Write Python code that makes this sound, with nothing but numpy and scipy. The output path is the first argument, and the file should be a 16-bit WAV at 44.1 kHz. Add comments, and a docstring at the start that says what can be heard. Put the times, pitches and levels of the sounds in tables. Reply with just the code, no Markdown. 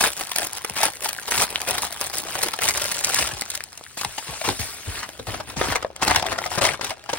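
"""Crackle of plastic and paper: hands pull a leaflet from a sleeve, tip a packet onto the table, unfold the sheet.
Each stroke sets off a swarm of tiny buckles: noise bursts in three voices (flex, crease, tick); sliding hisses.
Big buckles snap as jerky noise bursts; dents pop as short tones that sag in pitch. Plastic is bright, paper dull.
The table takes soft thumps (falling sweeps, knock, low mode) and rings as the packet lands.
A small room and a close pair of microphone ports hear it, over a faint room tone."""
import sys
import numpy as np
from scipy import signal
from scipy.fft import rfft, irfft, next_fast_len
from scipy.io import wavfile

SR = 44100
rng = np.random.default_rng(int(sys.argv[2]) if len(sys.argv) > 2 else 0)


def digitize_waveform(pressure):
    """Quantize a signal to 16-bit integers and store it at the path in sys.argv[1].

    Rows of a 2-D input are taken as channels; values are limited to [-1, 1].
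    """
    field = np.atleast_2d(pressure).T
    bounded = np.clip(field, -1, 1)
    quanta = np.round(bounded * 32767).astype(np.int16)
    wavfile.write(sys.argv[1], SR, quanta)


N = 316988
TIME_S = np.arange(N) / SR

# room decay: f/Hz, t60/s
ROOM_T60 = [(100, 0.26), (700, 0.086), (14000, 0.047)]
# room tone spectrum: f/Hz, density/dB per Hz
ROOM_TONE = [(25, -17), (70, 14), (1000, -14), (15000, -43)]
# low table modes: f/Hz, level/dB
TABLE_MODES = [(101, -22.5), (270, -24.5), (368, -24)]
# bumps of hands and sheet on the table: t/s, sweep level/dB, start pitch f/Hz
THUMPS = [(0.702, -36, 222), (1.376, -29, 373), (3.193, -34, 260), (3.33, -33, 172), (4.051, -33.5, 219),
          (4.286, -32.5, 240), (4.477, -24, 482), (4.595, -25, 190), (4.874, -21.5, 168), (5.192, -37, 394),
          (5.279, -30, 130), (5.568, -25.5, 300), (5.683, -26, 433)]
# whole dents that flip at one pitch: t/s, rise/ms, tone peak/dB, settled pitch f/Hz
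POPS = [(.884, 1.8, -22.5, 720), (1.186, 1, -22.5, 1420), (1.5583, 0.11, -2.5, 3000),
        (1.8327, 1.1, -18.5, 874), (3.083, 0.48, -18, 1000), (3.6064, 0.17, -11, 1750),
        (3.811, 0.47, -30, 720), (3.8646, 0.51, -30.5, 1650), (3.911, 0.46, -35, 1300),
        (4.0338, 0.43, -20.5, 1040), (4.0481, 0.74, -16.5, 800), (4.4877, 1.8, -16, 790),
        (5.613, 0.78, -10.5, 463), (5.8472, 0.95, -12.5, 593), (5.9025, 1.1, -31.5, 544),
        (6.1, 1.2, -14.5, 870), (6.1155, 0.58, -9.5, 670), (6.2402, 0.92, -20, 790),
        (6.2556, 1.8, -20, 640), (6.2863, 0.32, -17, 1580), (6.4164, 1.1, -22.5, 740),
        (6.4397, 0.65, -17, 1900), (6.5167, 0.74, -16.5, 735), (6.6897, 0.37, -9.5, 1940),
        (6.7442, 0.31, -20, 1050), (6.7943, 0.92, -24, 537), (6.9127, 4.1, -24.5, 598)]
# typical small-dent pitch in flex, crease, tick: f/Hz
DENT_HZ = (790, 2330, 8830)
# single big buckles: t/s, decay/ms, crease level/dB, tilt/dB (+ bright, - dull)
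SNAPS = [(.0097, 1, -22.5, -5), (0.0374, 2.8, -21, -5.5), (0.21, 3.8, -30.5, -4), (.315, 2.5, -28.5, 1),
         (0.3591, 1.9, -25.5, 3), (0.3838, 1.2, -24, 2.5), (0.532, 0.52, -36.5, 7.5),
         (0.47, 0.92, -41.5, 14.5), (.571, 1.4, -36.5, 0), (0.6468, 2.2, -27, -1.5),
         (0.697, 1.05, -32, 1.5), (.829, 7, -17.5, -2), (.853, 1.8, -25, 5), (1.0441, 2.4, -28.5, 3.5),
         (1.0548, 3.8, -28, -6.5), (1.0876, 3, -27.5, 3.5), (1.13, 1.16, -33, 4), (1.276, 7.5, -28, -2),
         (1.308, 4.7, -25.5, 5), (1.3196, 1, -26.5, -8), (1.419, 12, -26, 5), (1.504, 1, -36.5, 5),
         (1.6067, .6, -34.5, 0), (1.616, 1.1, -29, -1), (1.6857, 2.4, -28, 3.5), (1.709, 0.5, -32, 10),
         (1.7799, 2.95, -26.5, -3.5), (1.9236, 2.8, -33, 3), (2.0126, 0.68, -27, 3.5), (2.183, 2, -37, 14),
         (2.3526, 3.1, -28, -4), (2.429, 5.5, -22, 5), (2.5341, 3.6, -27, -3.5), (2.5887, 1.55, -31, -6),
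         (2.635, 0.77, -29, 5), (2.686, 2, -25.5, 6), (2.738, 1.1, -34.5, 6), (2.7724, 3.6, -26.5, 4.5),
         (2.8157, 3.9, -27, 3), (2.8416, 1.8, -29, 2), (2.8565, 0.99, -33, 6.5), (2.914, 5, -26, 5),
         (2.99, 1, -32.5, 5), (3.0454, 1.5, -27, 13.5), (3.144, 2.2, -28.5, 11.5), (3.187, 4.5, -21.5, 0.5),
         (3.273, 2.2, -28.5, 3), (3.4106, 1.7, -34, 11.5), (3.42, 0.76, -29, 1), (3.5016, 3.1, -33.5, 10.5),
         (3.552, 2.25, -31, 7), (3.575, 0.71, -35.5, 4), (3.638, 0.93, -41, 12.5), (3.7295, .6, -43.5, 1.5),
         (3.7756, 1.9, -40.5, 6), (3.838, 1.2, -43, 2), (3.9713, 3.4, -35.5, -4.5),
         (4.012, 2.5, -28.5, -0.5), (4.047, 1.6, -27.5, 2.5), (4.1795, 5.3, -28, -2.5),
         (4.412, 3.8, -30.5, -5), (4.4884, 1.44, -25, 0.5), (5.026, 9.5, -31.5, -7),
         (5.09, 0.98, -37, -1.5), (5.192, 4.2, -36, -6.5), (5.268, 2.5, -37.5, -3), (5.342, 3.5, -33.5, -8),
         (5.4008, 4.5, -33.5, -8.5), (5.4977, 4.1, -36.5, -2.5), (5.641, 2.5, -34, -8),
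         (5.6132, 3.1, -29.5, -13.5), (5.72, 3.9, -26, -5), (5.7527, 7.5, -20.5, -4),
         (5.8258, 2.4, -32.5, -6), (5.962, 1.4, -37.5, 2.5), (6.017, 7.4, -23, -6), (6.0295, 3.6, -22, -4),
         (6.0784, 2.6, -19, -2.5), (6.109, 2.14, -20.5, -3), (6.1594, 2.3, -15.5, -1),
         (6.2255, 1.8, -27, -5.5), (6.2644, 2.1, -26.5, -2), (6.3154, 7.6, -30.5, -9),
         (6.3836, 5.3, -27, -8), (6.4601, 4.05, -28.5, -6), (6.5159, 3.8, -34, -3), (6.578, 7.6, -22.5, -6),
         (6.615, 6.3, -24.5, -9), (6.64, 1.1, -25.5, -0.5), (6.6498, 4, -17.5, -3.5), (6.665, 3.3, -23, 0),
         (6.8113, 2.9, -29, -3.5), (6.844, 2.7, -29, 3), (6.905, 2.25, -29.5, -4.5),
         (7.092, 5.3, -29, -7.5), (7.132, 3.3, -25, -6.5)]
# pulls, pushes and folds: t/s, length/s, crease level/dB, swell start to end/dB, tilt/dB (+ bright, - dull)
STROKES = [(0, 0.075, -21.5, 0.5, 0.5), (0.162, 0.056, -32.5, 6.5, 1), (0.352, 0.095, -30, 5, -0.5),
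           (0.544, 0.03, -35.5, -1, 2.5), (0.751, 0.12, -26, 3.5, -0.5), (1.015, 0.083, -34, -4, 2),
           (1.31, 0.12, -23.5, 8, 0), (1.669, 0.14, -29, -8, -1), (1.812, 0.038, -28.5, 3.5, 2),
           (1.996, 0.078, -32.5, -1, 1.5), (2.128, 0.068, -31.5, -2, 2.5), (2.227, 0.26, -33, 9.5, -0.5),
           (2.606, 0.095, -24.5, 4.5, 2.5), (2.735, 0.17, -31.5, -4.5, 0.5), (3.028, .2, -27, 6.5, 3),
           (3.234, 0.2, -36, -16.5, 0), (3.503, 0.051, -36.5, 3, 3), (3.969, 0.083, -36, -9, 4.5),
           (4.263, 0.1, -37, -2.5, -3.5), (4.438, 0.073, -27, -3, -2), (4.588, 0.17, -38, -20.5, 3.5),
           (4.85, 0.15, -36.5, 7.5, 0.5), (5.266, 0.12, -36, -6, -2), (5.467, 0.058, -40.5, 0, -1.5),
           (5.56, 0.17, -29.5, 2.5, -2.5), (6.024, 0.022, -28.5, 4, 1), (6.058, .14, -26, -3, -3.5),
           (6.243, 0.086, -36.5, 17.5, -2.5), (6.355, 0.11, -42, 10, 3.5), (6.491, 0.065, -33, 8.5, 1),
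           (6.608, .13, -26, -11.5, -2.5), (6.819, 0.092, -33, -3, -1), (7.089, 0.098, -35.5, 4, -2)]
# rustle of merely holding the bundle: t/s, crease level/dB, tilt/dB
HOLDING = [(0, -35.5, 5.5), (.5, -40.5, -2.5), (.98, -41, 2.5), (1.5, -36.5, -1), (2.57, -39, 1),
           (2.96, -31.5, 3.5), (3.44, -39.5, 3), (3.68, -48.5, 1.5), (3.94, -49.5, 5.5), (4.08, -41, 3.5),
           (4.54, -38, 6), (5.08, -43.5, -0.5), (5.24, -50, 1.5), (5.8, -42.5, -5.5), (5.93, -55.5, -4.5),
           (6.05, -35.5, -7.5), (6.98, -48.5, -4.5), (7.19, -40, 0)]
# smooth sliding in the handling: t/s, share/0-1
SLIDING = [(0, 0.2), (3.4, .25), (3.75, .65), (4.15, .85), (5.0, .85), (6.1, 0.35)]
# low flapping of the swinging sheet: t/s, level re flex/dB
SWING = [(0, -16.5), (2.4, -10.5), (3.3, -9), (3.8, -7), (4.3, -23), (4.55, -8), (4.98, -6), (5.4, 3.5),
         (5.7, -6), (6.2, -6.5), (7.19, -10.5)]
# voices of a buckle: f/Hz, density/dB per Hz
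FLEX = [(60, -16.5), (280, -10.5), (400, -5), (520, -7.5), (690, 2.5), (950, -1.5), (1400, -4.5),
        (2200, -9.5), (6000, -46)]
CREASE = [(300, -65), (900, -12.5), (1600, 1.5), (2400, 1.5), (3500, 0.5), (5500, 0), (7500, -10),
          (14000, -63)]
TICK = [(1000, -58), (4000, -4), (6500, -1), (9500, -0.5), (12000, -6), (15600, -6.5)]
# loose sheet, also the knock on the table: f/Hz, density/dB per Hz
FLAP = [(20, -51), (60, 1.5), (110, -2), (200, -7.5), (400, -7), (650, -20.5), (3000, -79)]
# material in hand and its place: t/s, top treble/dB, left minus right/dB
SHEET = [(0, 2.5, 0), (2.3, 2, -0.5), (3.5, -3.5, 0.2), (4.6, -2, 0.5), (5.2, 0.5, -1), (6.1, -2.5, -0.2),
         (6.7, -2, 2), (7.19, -3.5, -1)]
# microphone ports: f/Hz, lead of left/rad
PORT_PHASE = [(0, 0), (1500, .4), (3700, 1.5), (5500, 2.7), (7000, 2.7), (9600, 0), (12800, -3.1),
              (15600, -6.2)]
# microphone ports: f/Hz, left minus right/dB
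PORT_BALANCE = [(600, 3.8), (2000, 2.15), (5000, 2.8), (9000, 0.22)]

LANDING_S, TABLE_DECAY_S = 4.481, 0.024  # decay to 1/e
DENT_STRETCH, DENT_RELAX_RISES = .3, 1.73  # starts sharp by this share, relaxes over so many rise times
DENT_RING_DB, DENT_RING_MS = -18, 2.9  # the sheet rings on after a flip
FLEX_DB = -3  # re crease at zero tilt
BODY_WANDER_OCTAVES, SLACK_OCTAVES_PER_DB = .24, 0.0136  # chance shift; drop as the sheet swings loose
SWARM_RIPPLE_DB, SNAP_RIPPLE_DB = 3.6, 3.8
STROKE_ATTACK_S, STROKE_RELEASE_S = 0.0088, 0.017
TOP_TREBLE_HZ, TOP_HZ = 9000, 15850
SIDES = np.array([[.5], [-.5]])  # left, right half of a difference


def amp(db):
    """Decibels to gain."""
    return 10 ** (np.asarray(db) / 20)


def unit(x):
    """x at rms 1."""
    return x / np.sqrt(np.mean(x ** 2) + 1e-20)


def along(points, hz):
    """(f/Hz, value) points read on a log frequency axis."""
    f, v = np.transpose(points)
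    return np.interp(np.log(hz + 1), np.log(f + 1), v)


def curves(rows):
    """One value per sample for each column after the time."""
    s, *cols = np.transpose(rows)
    return np.array([np.interp(TIME_S, s, c) for c in cols])


def filtered(x, response):
    """x times a complex response of frequency."""
    m = next_fast_len(N + SR // 2)
    return irfft(rfft(x, m) * response(np.fft.rfftfreq(m, 1 / SR)), m)[..., :N]


def ring(x, spectrum, ripple_db=0, size=1024, count=56):
    """Causal (minimum-phase) body filter; ripple gives the chance resonances of one momentary shape."""
    hz = np.fft.rfftfreq(size, 1 / SR)
    knots = np.linspace(0, 1, count)
    shape_db = np.interp(np.sqrt(hz / hz[-1]), knots, rng.standard_normal(count))
    cepstrum = irfft(np.log(amp(along(spectrum, hz) + ripple_db * shape_db)))
    # fold the cepstrum onto positive time
    cepstrum[1:size // 2] *= 2
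    cepstrum[size // 2 + 1:] = 0
    response = irfft(np.exp(rfft(cepstrum)))
    response /= np.linalg.norm(response)
    return signal.fftconvolve(x, response[None], axes=1)[:, :x.shape[1]]


def add(track, s, sound):
    """Mix a sound into the track at time s."""
    start = max(round(s * SR), 0)
    space = track[..., start:start + sound.shape[-1]]
    space += sound[..., :space.shape[-1]]


def changing(x, answer, size=1024):
    """Pass overlapping pieces of x through answer(piece, s), so the resonances move from piece to piece."""
    out, fade = np.zeros((2, N + size)), signal.windows.hann(2 * size, sym=False)
    x = np.pad(x, ((0, 0), (size, 2 * size)))
    for start in range(0, N + size, size):
        piece = np.pad(x[:, start:start + 2 * size] * fade, ((0, 0), (0, size)))
        add(out, start / SR, answer(piece, start / SR))
    return out[:, size:]


def spread_noise(size, width):
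    """Noise from a wide source: a common part plus a part of opposite sign at the two ports."""
    common, apart = rng.standard_normal((2, size))
    return np.array([common + width * apart, common - width * apart])


def room_tone(level_db):
    """Steady wide noise, mostly low."""
    return amp(level_db) * unit(ring(spread_noise(N, 0.63), ROOM_TONE, size=8192))


def room(x):
    """Short diffuse tail: decaying noise, different at each port and redrawn from piece to piece."""
    def answer(piece, s):
        hz, t, z = signal.stft(rng.standard_normal((2, SR // 6)), SR, nperseg=256)
        decay = amp(-60 * t / along(ROOM_T60, hz)[:, None])
        tail = signal.istft(z * decay, SR, nperseg=256)[1]
        delay = round(.004 * SR)
        tail = np.pad(tail / np.linalg.norm(tail[0]), ((0, 0), (delay, 0)))
        return signal.fftconvolve(piece, tail, axes=1)

    colour = [(150, -14.0), (700, -7.5), (4000, -9.0), (10000, -23.0)]  # f/Hz, level/dB
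    return filtered(changing(x, answer, size=8192), lambda hz: amp(along(colour, hz)))


def landing(attack_s):
    """The packet lands on the table top and sets its low modes ringing: decaying sines."""
    out, t = np.zeros((2, N)), np.arange(SR // 2) / SR
    fade = (1 - np.exp(-t / attack_s)) * np.exp(-t / TABLE_DECAY_S)
    for hz, db in TABLE_MODES:
        add(out, LANDING_S, amp(db) * fade * np.sin(2 * np.pi * (hz * t + rng.random())))
    return out


def thumps(end_hz, glide_s, linger_glides, attack_s, knock_db,
           mode_db=-18.0, mode_decay_s=0.062, buffet_hz=260, count=90):
    """Dull knock, bending waves sweeping down (high ones first, in broken buffets), lowest table mode."""
    out, t = np.zeros((2, N)), np.arange(SR // 3) / SR
    knots_s = np.linspace(0, t[-1], count)
    rise, fall = (1 - np.exp(-t / attack_s)) ** 2, np.exp(-t / (linger_glides * glide_s))
    swell = rise * fall / (rise * fall).max()
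    for s, db, start_hz in THUMPS:
        hz = end_hz + (start_hz - end_hz) * np.exp(-t / glide_s)
        rough = hz ** 4 / (hz ** 4 + buffet_hz ** 4)  # the high part breaks up
        stray, jolt = (np.interp(t, knots_s, knots) for knots in rng.standard_normal((2, count)))
        phase = 2 * np.pi * np.cumsum(hz) / SR + np.pi * np.sqrt(rough) * stray
        waves = np.sin(phase) * (1 + rough * jolt) * swell
        knock = unit(ring(spread_noise(len(t), 0.91), FLAP)) * fall
        knock *= start_hz / buffet_hz  # bumps that start higher rattle more
        mode = np.sin(2 * np.pi * (TABLE_MODES[0][0] * t + rng.random())) * rise * np.exp(-t / mode_decay_s)
        add(out, s, amp(db) * (waves + amp(knock_db) * knock + amp(mode_db) * mode))
    return out


def voices():
    """Spectrum, stereo width and freedom to shift in pitch (0-1) of flex, crease and tick."""
    return [(FLEX, .25, 1), (CREASE, .68, .5), (TICK, .22, 0)]


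def voice_levels(level_db, tilt_db):
    """Levels of flex, crease, tick: tilt trades dull flexing for bright tick."""
    return np.array([level_db + FLEX_DB - tilt_db, level_db, level_db + tilt_db])


def handling():
    """Voice levels/dB over time: strokes set in, swell or fade and let go, over the rustle of holding."""
    power = amp(voice_levels(*curves(HOLDING))) ** 2
    t = np.arange(SR // 2) / SR
    for s, length_s, level_db, swell_db, tilt_db in STROKES:
        onset = np.clip(t / STROKE_ATTACK_S, 0, 1)
        release = np.exp(-np.maximum(t - length_s, 0) / STROKE_RELEASE_S)
        swell = amp(swell_db * (np.clip(t / length_s, 0, 1) - .5))
        levels = amp(voice_levels(level_db, tilt_db))[:, None]
        add(power, s, (levels * onset * release * swell) ** 2)
    return 10 * np.log10(power)


def shape_at(s, spectrum, freedom):
    """Voice spectrum of the bent sheet at time s: lower when it swings loose, and shifted by chance."""
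    times_s, swing_db = np.transpose(SWING)
    slack_db = np.interp(s, times_s, swing_db) - swing_db.mean()
    chance = np.clip(rng.standard_normal(), -2, 2)
    octaves = BODY_WANDER_OCTAVES * chance - SLACK_OCTAVES_PER_DB * slack_db
    return [(hz * 2 ** (freedom * octaves), db) for hz, db in spectrum]


def dent(hz, rise_ms, size=1536):
    """Envelope and tone of one flipping dent: a short tone that swells, sags in pitch and dies."""
    t_ms = 1000 * np.arange(size) / SR
    age = t_ms / max(rise_ms, .03)
    ringing = amp(DENT_RING_DB) * (1 - np.exp(-age)) * np.exp(-t_ms / DENT_RING_MS)
    swell = age * np.exp(1 - age) + ringing
    pitch_hz = hz * (1 + DENT_STRETCH * np.exp(-age / DENT_RELAX_RISES))
    return swell, swell * np.sin(2 * np.pi * (np.cumsum(pitch_hz) / SR + rng.random()))


def pops(rough_db, below_db, above_db, size=1536):
    """Big dents ring, with a rasp of fibres round the pitch; its flanks fall by so many dB in 3 octaves."""
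    out, flank = np.zeros((2, N)), 8
    for s, rise_ms, peak_db, hz in POPS:
        swell, tone = dent(hz, rise_ms, size)
        flanks = [(hz / flank, below_db), (hz, 0), (hz * flank, above_db), (hz * flank * 2, 2 * above_db)]
        rasp = unit(ring(swell * spread_noise(size, 0.37), flanks))
        add(out, s, amp(peak_db) * (tone + amp(rough_db) * tone.std() * rasp))
    return out


def small_dents(level_db, octaves, rise_cycles, scatter_db, pan_db, count=600):
    """Small dents flip all through the handling, each with its own pitch, strength and place."""
    out = np.zeros((2, N))
    for centre_hz, voice_db in zip(DENT_HZ, handling()):
        swarm = np.zeros((2, N))
        times_s = rng.random(count) * N / SR
        chances = np.clip(rng.standard_normal((count, 3)), -2, 2)
        for s, (pitch, strength, side) in zip(times_s, chances):
            hz = min(centre_hz * 2 ** (octaves * pitch), TOP_HZ)
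            tone = dent(hz, 1000 * rise_cycles / hz, size=512)[1]
            add(swarm, s, tone * amp(scatter_db * strength + pan_db * side * SIDES))
        out += amp(voice_db + level_db) * unit(swarm)
    return out


def snaps(rise_decays, jerk_ms, count=7, size=2560):
    """A big buckle swells in quickly, runs along its crease in a few jerks and rings with its own colour."""
    out, lead = np.zeros((2, N)), size // 8
    t_ms = 1000 * (np.arange(size) - lead) / SR
    span, glide = .01 * SR, .12  # level refers to energy over 10 ms; glide is the steady part between jerks
    for s, decay_ms, snap_db, tilt_db in SNAPS:
        decay_ms = max(decay_ms, .1)
        age = np.maximum(t_ms / decay_ms, -10)
        fade = np.exp(-age) / (1 + np.exp((.5 - age) / max(rise_decays, .1)))
        jerk_at_ms = decay_ms * .5 * (np.arange(count) - 1 + rng.random(count))[:, None]
        since_ms = t_ms - jerk_at_ms
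        force = rng.uniform(0.41, 2.1, (count, 1)) ** 2
        jerks = (force * (since_ms > 0) * np.exp(-2 * np.abs(since_ms) / jerk_ms)).sum(0)
        fade = fade * np.sqrt(glide + jerks)
        for (spectrum, width, freedom), level_db in zip(voices(), voice_levels(snap_db, tilt_db)):
            shape = shape_at(s, spectrum, freedom)
            burst = ring(fade * spread_noise(size, width), shape, SNAP_RIPPLE_DB)
            add(out, s - lead / SR, amp(level_db) * unit(burst) * np.sqrt(span / size))
    return out


def buckles(sizes, life_ms, sliding, scatter_db=3):
    """Loudness of a burst swarm: the local mean is levelled, chance shares it out, sliding fills the gaps."""
    energy = (sizes * amp(scatter_db * rng.standard_normal(N))) ** 2
    energy = signal.lfilter([1], [1, -np.exp(-2000 / (life_ms * SR))], energy)
    hand = signal.windows.hann(round(0.064 * SR))
    local_mean = np.abs(signal.fftconvolve(energy, hand / hand.sum(), "same"))
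    energy = energy / (local_mean + 1e-6)
    return np.sqrt(sliding + (1 - sliding) * energy)


def crackle(per_second, effort_power, scatter_db, lives_ms, flap_ms):
    """Swarms of tiny buckles, shared by the three voices; the loose sheet flaps low along with them."""
    levels_db, out = handling(), np.zeros((2, N))
    flex_db, crease_db, _ = levels_db
    rate_hz = per_second * unit(amp(crease_db)) ** effort_power  # harder handling breaks more creases
    strength = np.clip(rng.standard_normal(N), -2.3, 2.3)
    sizes = (rng.random(N) < rate_hz / SR) * amp(scatter_db * strength)
    sliding = np.clip(curves(SLIDING)[0], 0, 1)
    smoothness = (sliding / 2, sliding, sliding)  # flexing stays jerkier
    for voice, level_db, life_ms, smooth in zip(voices(), levels_db, lives_ms, smoothness):
        spectrum, width, freedom = voice
        bursts = buckles(sizes, life_ms, smooth) * spread_noise(N, width)

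        def bending(piece, s):
            return ring(piece, shape_at(s, spectrum, freedom), SWARM_RIPPLE_DB)

        out += amp(level_db) * unit(changing(bursts, bending))
    flaps = ring(buckles(sizes, flap_ms, sliding / 2) * spread_noise(N, 0.46), FLAP, size=8192)
    return out + amp(flex_db + curves(SWING)[0]) * unit(flaps)


def facing(x):
    """The material in hand sets the top treble; its place sets the balance."""
    top_db, pan_db = curves(SHEET)
    top = filtered(x, lambda hz: 1 / (1 + (TOP_TREBLE_HZ / (hz + 1)) ** 20))
    return (x + (amp(top_db) - 1) * top) * amp(SIDES * pan_db)


def scene():
    """Paper, plastic and table in the room."""
    table = landing(attack_s=0.0038)
    table += thumps(end_hz=41.4, glide_s=.016, linger_glides=1.54, attack_s=0.0018, knock_db=-10)
    sheet = pops(rough_db=-4.5, below_db=-20.5, above_db=-24.5)
    sheet += small_dents(level_db=-9.5, octaves=0.51, rise_cycles=0.47, scatter_db=3.5, pan_db=4.5)
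    sheet += snaps(rise_decays=0.31, jerk_ms=0.62)
    sheet += amp(-3.0) * crackle(per_second=300, effort_power=.65, scatter_db=3.0,
                                 lives_ms=(2.6, 1.1, .55), flap_ms=15.0)
    near = facing(sheet) + filtered(table, lambda hz: 1 - 1 / (1 + (hz / 38) ** 6))  # low cut
    return near + room(near) + room_tone(level_db=-57.0)


def record(dry):
    """Ports differ in phase and level; the highest peaks are rounded off; nothing passes above TOP_HZ."""
    def ports(hz):
        lead_rad = np.interp(hz, *np.transpose(PORT_PHASE))
        return np.exp(1j * SIDES * lead_rad) * amp(SIDES * along(PORT_BALANCE, hz))

    heard = filtered(dry, ports)
    rounded = heard / (1 + (heard / .9) ** 4) ** .25
    return filtered(rounded, lambda hz: hz < TOP_HZ)


dry = scene()
out = record(dry)
digitize_waveform(out)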